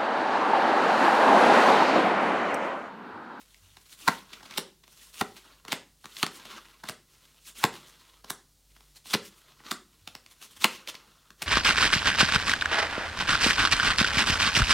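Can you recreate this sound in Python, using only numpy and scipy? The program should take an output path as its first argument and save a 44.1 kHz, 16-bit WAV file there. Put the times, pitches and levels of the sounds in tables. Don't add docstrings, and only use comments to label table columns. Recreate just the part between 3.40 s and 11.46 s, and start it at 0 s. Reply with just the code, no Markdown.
import sys
import numpy as np
from scipy import signal
from scipy.fft import rfft, irfft
from scipy.io import wavfile
from scipy.ndimage import map_coordinates

SR = 44100
rng = np.random.default_rng(int(sys.argv[2]) if len(sys.argv) > 2 else 0)


def transcribe(u):
    v = np.clip(np.atleast_2d(u).T, -1, 1)
    q = np.round(v * 32767).astype(np.int16)
    wavfile.write(sys.argv[1], SR, q)


N = 355446
TIME = np.arange(N) / SR
STROKE_TIME = TIME[::20]
LEAD_S = .02

# release in seconds, pull length in seconds, pull level in dB, contact in seconds, snap level in dB,
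# snap brightness in dB, bend pitch in Hz, fall in seconds, landing level in dB, landing brightness in dB,
# thump level in dB, main deck pitch in Hz.
SNAPS = [(0.6785, 0.068, -49.5, 0.0044, -19, -6.5, 1213, 0.0063, -17, -11, -28, 192),
         (1.8115, 0.094, -44, 0.0045, -26, -3.5, 1130, .005, -27, -22, -31, 194),
         (2.8293, 0.072, -42, 0.0011, -32, 9, 1200, 0.003, -24.5, -3, -32.5, 177),
         (4.24, 0.098, -40.5, 0.00088, -17.5, -2.5, 965, .0025, -30, -15.5, -24.5, 194.6),
         (5.738, 0.1, -42.5, 0.01, -26, 5.5, 1280, .0104, -30.5, 1.5, -27.5, 210),
         (7.2436, 0.059, -38, 0.0029, -21.5, 7.5, 1160, 0.0049, -24.5, -13, -30, 233)]
# edge time in seconds, edge level in dB, edge brightness in dB, fall in seconds, flat level in dB,
# flat brightness in dB, thump against flex in dB, fizz against flex in dB, approach level in dB.
SLAPS = [(1.1764, -40, 12, 0.0056, -32, 2, -1, -3, -48.5),
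         (2.321, -37, 10, .0074, -30.5, 1.5, -5, -7, -48.5),
         (3.488, -39, 4.5, 0.0083, -38, 1.5, -5, -5, -49),
         (4.9011, -45.5, 7.5, 0.0033, -35, -1.5, -7, 1.5, -52),
         (6.312, -45, 14, .0041, -29.5, -3.5, -7, -4.5, -46),
         (8.021, -38, 6, 0.0057, -39.5, 6, -5, -4, -53.5)]


def from_db(db):
    return 10 ** (np.asarray(db) / 20)


def rms_one(x):
    return x / np.sqrt(np.mean(x ** 2) + 1e-20)


def blow(x):
    return x / np.sqrt(np.sum(x ** 2) / (SR / 100) + 1e-20)


def at_hz(points, hz):
    f, value = np.transpose(points)
    return np.interp(np.log(hz), np.log(f), value)


def band(x, low_hz, high_hz, order=2):
    edges_hz = [low_hz, min(high_hz, .47 * SR)]
    return signal.sosfilt(signal.butter(order, edges_hz, "band", fs=SR, output="sos"), x + 1e-18)


def drift(knots_per_s):
    knots = rng.standard_normal(N // 20)
    return rms_one(np.interp(TIME * knots_per_s, np.arange(len(knots)), knots))


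def add(out, s, sound):
    start = max(round(s * SR), 0)
    out[start:start + len(sound)] += sound[:N - start]


def snapping():
    release_thump_db, landing_thump_db = -3, 1.5
    release_fizz_db, landing_fizz_db = -7, -11
    landing_s, landing_pitch = .003, .87
    out = np.zeros(N)
    for (s, _, _, contact_s, db, bright_db, bend_hz, fall_s,
         land_db, land_bright_db, thump_db, deck_hz) in SNAPS:
        release = [thump_db + release_thump_db, *sheet_levels(db, bright_db, release_fizz_db)]
        landing = [thump_db + landing_thump_db, *sheet_levels(land_db, land_bright_db, landing_fizz_db)]
        hits = ((s, contact_s, release, bend_hz),
                (s + fall_s, landing_s, landing, bend_hz * landing_pitch))
        for hit_s, length_s, levels_db, flex_hz in hits:
            sound = contact(length_s, levels_db, flex_hz, flex_ratio=1.426, deck_hz=deck_hz,
                            click=.43, push_s=.00055, crack_hz=(2300, 5000), fizz_hz=8300)
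            add(out, hit_s - LEAD_S, sound)
    return out


def laying(edge_s, flat_s):
    edge_thump_db = -3.5
    out = np.zeros(N)
    for s, edge_db, edge_bright_db, fall_s, flat_db, flat_bright_db, thump_db, fizz_db, _ in SLAPS:
        edge = tap(edge_s, edge_db, edge_bright_db, thump_db + edge_thump_db, fizz_db)
        add(out, s - LEAD_S, edge)
        face = tap(flat_s, flat_db, flat_bright_db, thump_db, fizz_db)
        add(out, s + fall_s - LEAD_S, face)
    return out


def ticking():
    # time in seconds, contact in seconds, relative level in dB, brightness in dB.
    ticks = [(.031, 0.00078, -71, 2), (.145, 0.0025, -70.5, 16), (0.37, 0.0042, -54, 3),
             (0.9328, 0.015, -48.5, 8), (1.008, 0.0072, -51.5, -11), (1.0307, 0.0077, -51.5, 0),
             (1.0566, 0.013, -52.5, 5), (1.11, 0.0058, -51, 6.5), (1.1391, 0.007, -60.5, 15),
             (1.438, 0.01, -60.5, 5.5), (1.479, 0.0014, -59, 3), (2.251, 0.0016, -48.5, -2),
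             (2.2823, 0.0051, -44.5, 3.5), (2.6435, 0.0056, -48.5, -2), (2.6567, .002, -45.5, 1),
             (2.7678, 0.0037, -54, 15), (2.8652, 0.0024, -36.5, 2), (3.054, 0.0031, -50, 3),
             (3.438, 0.0062, -40.5, -5), (3.4532, .012, -50.5, 0.5), (4.2508, .002, -30.5, -5),
             (4.8449, 0.0051, -49, -1), (5.3649, 0.0044, -58.5, 0.5), (5.407, 0.0018, -62, 2.5),
             (5.6571, .004, -54, 0.5), (6.203, 0.0051, -54.5, -10), (6.6757, 0.0031, -46, 7.5),
             (6.752, 0.0019, -47, 5), (6.863, 0.0023, -61.5, 10), (7.222, .0015, -47.5, 9.5),
             (7.475, 0.0026, -56, 18), (7.544, 0.0032, -48.5, -4), (7.552, 0.0058, -59, 16),
             (7.9051, 0.003, -52, 0)]
    usual_s, usual_fizz_db, fizz_db_per_halving = .003, -8, 1
    out = np.zeros(N)
    for s, contact_s, db, bright_db in ticks:
        fizz_db = usual_fizz_db + fizz_db_per_halving * np.log2(usual_s / contact_s)
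        add(out, s - LEAD_S, tap(contact_s, db, bright_db, thump_db=-6.5, fizz_db=fizz_db))
    return out


def tap(contact_s, db, bright_db, thump_db, fizz_db):
    levels_db = [db + thump_db, *sheet_levels(db, bright_db, fizz_db)]
    return contact(contact_s, levels_db, flex_hz=1050, flex_ratio=1.81, deck_hz=191,
                   click=.5, push_s=.000061, crack_hz=(2100, 5600), fizz_hz=11300)


def sheet_levels(db, bright_db, fizz_db):
    fizz_follows = .7
    return db, db + bright_db, db + fizz_db + fizz_follows * bright_db


def contact(length_s, levels_db, flex_hz, flex_ratio, deck_hz, click, push_s, crack_hz, fizz_hz):
    # multiple of its main pitch, relative level in dB, T60 in seconds.
    deck_modes = [(.7, -3.5, 0.038), (1, 2.5, 0.03), (1.551, -0.5, 0.028), (2.099, -5, 0.058),
                  (3.1, 0, 0.016)]
    rise_share = .27
    t = TIME[:SR // 10] - LEAD_S
    after = np.maximum(t, 0)
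    length_s = max(length_s, 3e-4)
    pressure = np.exp(np.minimum(t, 0) / (rise_share * length_s) - 2.1 * (after / length_s) ** 2)
    pressure = pressure + from_db(-20) * np.exp(-np.abs(t) / .0053)
    slips = blow(rng.standard_normal(len(t)) * pressure)

    impulse = blow(np.diff(t >= 0, prepend=False) * 1.0)
    release = impulse * np.exp(-length_s / .0036) * rng.choice([-1, 1])
    sheet = card(slips + click * release)

    grip = rng.standard_normal((len(deck_modes), 2))
    deck = np.zeros(len(t))
    for k, ((ratio, db, t60_s), (level_shift, pitch_shift)) in enumerate(zip(deck_modes, grip)):
        mode_hz = deck_hz * ratio * (1 + .077 * pitch_shift)
        decay = from_db(db + 2 * level_shift - 60 * after / t60_s)
        deck += (-1) ** k * decay * np.sin(2 * np.pi * mode_hz * after)

    thump = band(deck * (1 - np.exp(-after / push_s)), 68, 540)
    flex = band(sheet, flex_hz / flex_ratio, flex_hz * flex_ratio)
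    crack = band(sheet, *crack_hz, order=3)
    fizz = band(band(sheet, 6100, SR, order=3), 2300, fizz_hz, order=1)
    return sum(from_db(db - .23) * blow(part) for db, part in zip(levels_db, (thump, flex, crack, fizz)))


def card(x):
    # frequency in Hz, width in Hz, gain in dB.
    card_modes = [(549, 23, -9.5), (637, 51, 3), (800, 190, 7.5), (1034, 140, 7), (1179, 88, 1),
                  (1340, 340, 7), (1976, 360, 7.5), (2747, 400, 6), (3486, 260, 5.5), (4193, 280, 6.5)]
    for hz, width_hz, gain_db in card_modes:
        mode = signal.lfilter(*signal.iirpeak(hz, hz / width_hz, fs=SR), x)
        x = x + (from_db(gain_db) - 1) * mode
    return x


def sliding(flutter_db, flutter_rate, judder_db):
    body_gain, rasp_gain, hiss_gain = friction_levels()
    white, edges_hz = rng.standard_normal((2, N)), np.geomspace(150, 19000, 25)
    patches = np.zeros(N)
    for k, (low_hz, high_hz) in enumerate(zip(edges_hz, edges_hz[1:])):
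        depth_db = flutter_db * min(1, 3000 / low_hz)
        patches += band(white[k % 2], low_hz, high_hz) * from_db(depth_db * drift(flutter_rate))

    catches = band((rng.random(N) < 450 / SR) * rng.standard_normal(N), 700, 5000, order=1)
    friction = card(rms_one(patches) + from_db(-6.5) * rms_one(catches))
    friction = friction * from_db(judder_db * drift(70))

    upper_body = from_db(2) * rms_one(band(friction, 670, 1500))
    lower_body = from_db(-3) * rms_one(band(friction, 190, 540))
    rasp = from_db(2) * rms_one(band(friction, 2900, 7000))
    treble = band(friction, 5100, SR, order=3)
    hiss = from_db(.04) * rms_one(band(treble, 1500, 7700, order=1))
    return body_gain * (upper_body + lower_body) + rasp_gain * rasp + hiss_gain * hiss


def friction_levels():
    body_db, hiss_db = -7.5, .5
    power = 0
    for envelope, db, bright_db in strokes():
        levels_db = [[db + body_db - bright_db], [db], [db + hiss_db + bright_db]]
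        power = power + from_db(levels_db) ** 2 * envelope ** 2
    return [np.interp(TIME, STROKE_TIME, np.sqrt(p)) for p in power]


def strokes():
    # peak time in seconds, half length in seconds, level in dB, brightness in dB.
    rubs = [(0.003, 0.02, -57.5, 0.5), (0.521, 0.03, -57, 3), (0.608, 0.02, -52.5, 2.5),
            (0.731, 0.042, -44.5, -2.5), (1.126, 0.027, -53, -8), (1.636, 0.032, -56, 3.5),
            (1.98, 0.016, -53, -1.5), (2.094, 0.051, -61, -10), (2.292, 0.016, -56.5, -11),
            (2.747, 0.022, -52.5, 1), (2.951, 0.018, -50, 2.5), (3.11, 0.035, -47.5, -6),
            (3.173, 0.01, -47.5, -7), (4.069, 0.018, -55.5, 6), (4.093, 0.014, -49.5, 1.5),
            (4.36, 0.019, -47.5, -2.5), (4.49, .015, -65.5, 9.5), (5.566, 0.0087, -53.5, 1.5),
            (5.86, .018, -50.5, 2), (5.982, 0.022, -66.5, 9), (6.107, 0.013, -55.5, -6),
            (6.265, 0.016, -51, -7), (6.917, .012, -59.5, 2.5), (7.034, 0.021, -49.5, 0.5),
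            (7.12, 0.017, -55.5, 0.5), (7.17, 0.011, -50.5, 0), (7.32, 0.036, -46.5, -2),
            (7.488, 0.007, -34.5, -2)]
    # start in seconds, end in seconds, level in dB, fall (+) or rise (-) in dB/s, brightness in dB.
    drags = [(0, .5, -66.5, -1.5, 1), (0.847, 1.159, -57.5, 2.5, -4.5), (1.486, 1.727, -60, 0, 2),
             (1.834, 2.194, -58, 31, -0.5), (2.602, 2.751, -66.5, 14, 3), (2.92, 3.44, -54, 19, -4),
             (3.689, 4.02, -65, 7, -0.5), (4.385, 4.799, -58, 18, -3), (5.28, 5.6, -69.5, -3.5, 1.5),
             (5.895, 6.247, -62.5, 17, -5), (6.495, 6.995, -70, 2.5, -1.5), (7.375, 7.9, -57, 29, -7.5)]
    rub_steepness, drag_ramp_s = 2.2, .057
    for s, pull_s, pull_db, *_ in SNAPS:
        yield swell(s, pull_s, db_per_s=112.5), pull_db, 1.5
    for s, *_, approach_db in SLAPS:
        yield swell(s, length_s=.05, db_per_s=156), approach_db, -4
    for s, half_s, db, bright_db in rubs:
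        yield (1 + ((STROKE_TIME - s) / (2 * half_s)) ** 2) ** -rub_steepness, db, bright_db
    for start_s, end_s, db, fall_db_per_s, bright_db in drags:
        from_edge_s = np.minimum(STROKE_TIME - start_s, end_s - STROKE_TIME)
        held = np.clip(from_edge_s / drag_ramp_s + .5, 0, 1)
        yield held * from_db(-fall_db_per_s * np.clip(STROKE_TIME - start_s, 0, 1)), db, bright_db


def swell(end_s, length_s, db_per_s):
    left_s = end_s - STROKE_TIME
    onset = np.clip((length_s - left_s) / .026, 0, 1)
    return from_db(-db_per_s * np.clip(left_s, 0, 1)) * onset * (left_s > 0)


def bumps(hz, t60_s):
    # time in seconds, relative level in dB.
    bump_rows = [(0.216, -55.5), (0.299, -57.5), (6.613, -56), (7.18, -58)]
    out, t = np.zeros(N), TIME[:SR // 4]
    for s, db in bump_rows:
        knock = from_db(db - 60 * t / t60_s) * np.sin(2 * np.pi * hz * t)
        add(out, s, knock * (1 - np.exp(-t / .006)))
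    return out


def echoes(x):
    # delay in seconds, gain in dB.
    reflections = [(.0013, -16.5), (.0031, -22.5), (.0058, -30), (.0094, -16), (0.0138, -18)]
    out, dull = x.copy(), band(x, 300, 12000, order=1)
    for delay_s, db in reflections:
        add(out, delay_s, from_db(db) * dull)
    return out


def room(x, build_s):
    # frequency in Hz, T60 in seconds.
    t60_points = [(120, 0.64), (300, 0.33), (650, .29), (1100, 0.31), (3000, 0.3), (7000, 0.31),
                  (14000, 0.072)]
    # frequency in Hz, level in dB.
    level_points = [(120, -14.5), (350, -5.5), (680, -7), (1100, -11), (1900, -9.5), (4300, -12),
                    (8000, -7.5), (14000, -10.5)]
    t, edges_hz = TIME[:SR * 3 // 5], np.geomspace(80, 19000, 25)
    white, response = rng.standard_normal((2, len(t))), 0
    for k, (low_hz, high_hz) in enumerate(zip(edges_hz, edges_hz[1:])):
        hz = np.sqrt(low_hz * high_hz)
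        t60_s = np.clip(at_hz(t60_points, hz), .1, .7)
        shape = from_db(-60 * t / t60_s) * (1 - np.exp(-t / build_s))
        tail = band(white[k % 2], low_hz, high_hz) * shape
        even_gain = np.sqrt(2 * (high_hz - low_hz) / SR / np.sum(tail ** 2))
        response = response + tail * even_gain * from_db(at_hz(level_points, hz))
    waver_s = 1.2e-4 * drift(220)
    wet = signal.fftconvolve(x, response)[:N]
    return map_coordinates(wet, [(TIME + waver_s) * SR], order=3)


def widen(x):
    # frequency in Hz, level in dB.
    side_points = [(4600, -65), (5200, -34), (6100, -28), (8200, -31.5), (10700, -14), (12400, -26),
                   (15200, -3.5)]
    hz = np.maximum(np.fft.rfftfreq(N, 1 / SR), 1)
    comb = 1j * np.sin(2 * np.pi * hz * .0011)
    side = irfft(rfft(x) * comb * from_db(at_hz(side_points, hz)), N)
    return np.array([x + side, x - side])


def background():
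    # frequency in Hz, relative density in dB per Hz.
    floor_points = [(20, -10), (45, -1), (90, -1), (150, -3), (260, -9), (700, -16), (2000, -20),
                    (4200, -13), (9000, -15), (15500, -19)]
    # frequency in Hz, middle rms level in dB.
    hum_rows = [(48.6, -70.5), (146, -79)]
    floor_db = -66
    hz = np.maximum(np.fft.rfftfreq(N, 1 / SR), 1)
    noise = rms_one(irfft(rfft(rng.standard_normal(N)) * from_db(at_hz(floor_points, hz)), N))
    hum = np.zeros(N)
    for hum_hz, db in hum_rows:
        level = from_db(db + 2.5 * drift(6)) * np.sqrt(2)
        hum += level * np.sin(2 * np.pi * hum_hz * TIME + .5 * drift(4))
    return from_db(floor_db) * noise + hum


def scene():
    snaps = snapping()
    taps = laying(edge_s=.0047, flat_s=.002) + ticking()
    slides = sliding(flutter_db=3.6, flutter_rate=65, judder_db=1.9)
    direct = echoes(snaps + taps + slides)
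    room_send = from_db(-1.5) * snaps + from_db(2.5) * taps + from_db(2) * slides
    tail = room(room_send, build_s=.0028)
    return widen(direct + tail + bumps(hz=91.5, t60_s=.57) + background())


def record(dry):
    cutoff_hz = 16000
    rounded = 1.1 * np.tanh(dry / 1.1)
    return signal.sosfilt(signal.ellip(10, .1, 70, cutoff_hz, fs=SR, output="sos"), rounded)


dry = scene()
out = record(dry)
transcribe(out)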